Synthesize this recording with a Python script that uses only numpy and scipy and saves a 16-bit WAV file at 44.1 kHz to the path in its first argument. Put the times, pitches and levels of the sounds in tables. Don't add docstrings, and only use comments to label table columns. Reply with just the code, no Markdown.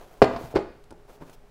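import sys
import numpy as np
from scipy import signal
from scipy.fft import rfft, irfft
from scipy.io import wavfile
from scipy.ndimage import uniform_filter1d

SR = 44100
rng = np.random.default_rng(int(sys.argv[2]) if len(sys.argv) > 2 else 0)


def output_pcm(signal):
    pcm = np.clip(np.atleast_2d(signal).T, -1, 1) * 32767
    wavfile.write(sys.argv[1], SR, np.round(pcm).astype(np.int16))


N = 66150
T = np.arange(N) / SR
FREQS = np.fft.rfftfreq(2 * N, 1 / SR)


def undb(db):
    return 10 ** (np.asarray(db) / 20)


def unit_rms(x):
    return x / np.sqrt(np.mean(x ** 2))


def decay(t60):
    return np.exp(-np.log(1000) * T / t60)


def delayed(x, seconds):
    return np.concatenate([np.zeros(int(seconds * SR)), x])[:N]


def equalise(x, gain):
    return irfft(rfft(x, 2 * N) * gain)[:N]


def colour(x, eq):
    hz, db = np.array(eq).T
    gain = undb(np.interp(np.log(FREQS + 1), np.log(hz), db))
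    return unit_rms(equalise(x, gain))


def noise(eq):
    return colour(rng.standard_normal(N), eq)


def strike(modes, cutoff_hz, pitch):
    ring = -sum(undb(db) * decay(t60) * np.cos(2 * np.pi * hz * pitch * T) for hz, db, t60 in modes)
    return signal.sosfilt(signal.butter(4, cutoff_hz, fs=SR, output="sos"), ring)


# f/Hz, level/dB
AIR_EQ = [(20, 4), (45, -14), (90, -20.5), (140, -18), (200, -23.5), (330, -29), (600, -25), (1100, -32),
          (3000, -42.5), (15000, -55.5)]
def room_tone():
    hum_hz, half_width_hz = 411.6, 16.55
    hum = equalise(rng.standard_normal(N), 1 / (1 + ((FREQS - hum_hz) / half_width_hz) ** 2))
    return undb(-49) * noise(AIR_EQ) + undb(-66.5) * unit_rms(hum)


# f/Hz, level/dB
RUB_EQ = [(100, -11), (400, 2), (700, 1), (1300, -8.5), (2500, -19.5), (6000, -33), (16000, -48)]
# f/Hz, level/dB
HISS_EQ = [(500, -50), (2500, 6.5), (6500, 2.5), (9000, 0), (13000, 0.5), (16000, -0.5)]
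# centre t/s, half length/s, rub level/dB, hiss level/dB
STROKES = [(0.004, 0.05, -50.5, -64.5), (0.121, 0.14, -58, -68), (0.325, 0.055, -41.5, -71),
           (0.433, 0.062, -48, -57.5), (0.517, 0.022, -50, -61.5), (0.558, 0.007, -29.5, -69),
           (1.1, 0.022, -54, -66.5), (1.139, 0.042, -60, -67), (1.223, 0.017, -49, -69),
           (1.291, 0.06, -57, -66.5), (1.339, 0.013, -61.5, -60.5)]
def skin_slides():
    grain_s, roughness_db = 0.0038, 1.5
    out = 0
    for centre, half_s, rub_db, hiss_db in STROKES:
        catch = unit_rms(uniform_filter1d(rng.standard_normal(N), int(grain_s * SR)))
        swell = np.exp(-((T - centre) / half_s) ** 2)
        friction = undb(rub_db) * noise(RUB_EQ) + undb(hiss_db) * noise(HISS_EQ)
        out += swell * undb(roughness_db * catch) * friction
    return out


# f/Hz before each blow's pitch factor, level/dB, t60/s
BOX_MODES = [(241.5, -11.5, 0.04), (367, -9.5, 0.028), (430, 0.5, 0.04), (557.6, -7, 0.055),
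             (647.3, -5.5, 0.049), (800, -21.5, 0.075), (1096, -12.5, 0.019), (1520, -23, 0.025),
             (2264, -11.5, 0.0071)]
# f/Hz, level/dB
RATTLE_EQ = [(200, -28.5), (600, -3), (1200, 7.5), (1800, 0.5), (2400, -2), (3200, -6.5), (5100, -8),
             (6000, -18.5), (9000, -28), (16000, -39.5)]
# t/s, ring level/dB, contact cutoff f/Hz, pitch factor, rattle level/dB
BOX_BLOWS = [(0.2184, -4.5, 1150, 0.95, -24), (0.2226, -4.5, 1294, 0.94, -19.5),
             (0.2403, -24, 1500, 0.78, -28), (.3625, -27, 1160, 1.6, -35.5), (.411, -37, 1310, 0.8, -68),
             (.528, -39.5, 805, 1.55, -70), (0.5404, -27, 640, 1.08, -58), (0.5572, -38, 880, 1.46, -33),
             (0.5572, -13.5, 441, 0.934, -40), (0.5603, -15, 570, 0.91, -29),
             (.567, -19, 1430, 1.291, -29.5), (.588, -23, 680, 1.07, -42), (0.606, -27, 494, 0.947, -50)]
def box_blows():
    clicks_per_s, rise_s, low_cut_hz = 4500, 0.00043, 158
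    shake = decay(t60=0.052) * (1 - np.exp(-T / rise_s))
    out = 0
    for start, ring_db, cutoff_hz, pitch, rattle_db in BOX_BLOWS:
        clicks = rng.standard_normal(N) * (rng.random(N) < clicks_per_s / SR)
        rattle = undb(rattle_db) * colour(clicks, RATTLE_EQ) * shake
        ring = undb(ring_db) * strike(BOX_MODES, cutoff_hz, pitch)
        out += delayed(ring + rattle, start)
    return signal.sosfilt(signal.butter(2, low_cut_hz, "high", fs=SR, output="sos"), out)


# f/Hz, level/dB
SHUDDER_EQ = [(20, -5), (45, 4.5), (95, -1), (135, -0.5), (210, -9), (400, -23.5), (2000, -66.5)]
# t/s, shudder level/dB, boom level/dB
TABLE_THUMPS = [(0.2189, -26.5, -15.5), (0.355, -41, -36), (0.438, -40, -35.5), (0.541, -31.5, -27),
                (0.56, -30.5, -28), (0.907, -51, -62), (1.206, -46, -53)]
def table_thumps():
    boom_hz = 134
    boom = np.sin(2 * np.pi * boom_hz * T) * decay(t60=0.086)
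    attack = 1 - decay(t60=0.013)
    out = 0
    for start, shudder_db, boom_db in TABLE_THUMPS:
        shudder = undb(shudder_db) * noise(SHUDDER_EQ) * decay(t60=0.13)
        out += delayed((undb(boom_db) * boom + shudder) * attack, start)
    return out


# f/Hz, level/dB
SNAP_EQ = [(800, 4), (2900, -9.5), (4800, -5), (6000, -7), (9500, -7), (16000, -32)]
# t/s, level/dB
SNAPS = [(0.2205, -34), (0.2408, -40.5), (0.84, -55.5), (.907, -49.5), (0.91, -52), (0.926, -58),
         (1.297, -50.5)]
def card_snaps():
    return sum(delayed(undb(db) * noise(SNAP_EQ) * decay(t60=0.021), start) for start, db in SNAPS)


# f/Hz, level/dB, t60/s
REVERB_BANDS = [(61.4, -8.5, 0.93), (157, -14, 0.63), (248, -7.5, 0.4), (440, -12.5, 0.44), (860, -8, 0.34),
                (1480, -8.5, 0.56), (3000, -9, 0.5), (5200, -12.5, 0.64), (8900, -6.5, 0.25),
                (16000, -22.5, 0.22)]
# f/Hz, level/dB, t60/s
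STANDING_WAVES = [(250, -0.5, 0.6), (362, -2.5, 0.3), (397, -9, 0.37), (433.7, -5, 0.47), (584, -9, .3),
                  (673.4, -2, 0.44), (682, -5.5, 0.44), (821, 5, 0.15), (921, -11.5, 0.46)]
def kitchen_reverb(x):
    predelay_s, build_s = 0.0076, 0.0029
    scatter, tail = rng.standard_normal(N), 0
    log_centres = np.log([hz for hz, _, _ in REVERB_BANDS])
    for solo, (_, db, t60) in zip(np.eye(len(REVERB_BANDS)), REVERB_BANDS):
        band = equalise(scatter, np.interp(np.log(FREQS + 1), log_centres, solo))
        envelope = decay(t60) * (1 - np.exp(-T / build_s))
        tail += undb(db) * band * envelope / np.linalg.norm(envelope)
    for hz, db, t60 in STANDING_WAVES:
        tail += undb(db) * 2 * np.cos(2 * np.pi * hz * T) * decay(t60) / decay(t60).sum()
    return signal.fftconvolve(x, delayed(tail, predelay_s))[:N]


# f/Hz before the pitch factor, level/dB, t60/s
TABLE_MODES = [(183.6, -17, 0.15), (297.4, -9.5, 0.069), (391, -4.5, 0.04), (594, -11, 0.021),
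               (937, -4.5, 0.012), (1570, -6.5, 0.023)]
# t/s, level/dB, contact cutoff f/Hz
HAND_BUMPS = [(0.907, -43.5, 880), (0.9139, -39, 1200), (.923, -33.5, 905), (.976, -44.5, 700),
              (1.178, -48, 1046), (1.21, -46.5, 620), (1.2156, -37.5, 940), (1.2225, -35.5, 1340),
              (1.229, -43, 1150), (1.295, -45.5, 1170)]
def hand_bumps():
    return sum(delayed(undb(db) * strike(TABLE_MODES, cutoff_hz, pitch=0.907), start)
               for start, db, cutoff_hz in HAND_BUMPS)


def scene():
    knocks = box_blows() + table_thumps() + hand_bumps()
    return (knocks + kitchen_reverb(knocks) + card_snaps() + skin_slides() + room_tone())[None]


def record(dry):
    low_cut_hz, drive_db, high_cut_hz = 22.1, 2.5, 15700
    heard = signal.sosfilt(signal.butter(1, low_cut_hz, "high", fs=SR, output="sos"), dry)
    clipped = np.clip(undb(drive_db) * heard, -1, 1)
    return signal.sosfilt(signal.ellip(10, .1, 70, high_cut_hz, fs=SR, output="sos"), clipped)


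dry = scene()
out = record(dry)
output_pcm(out)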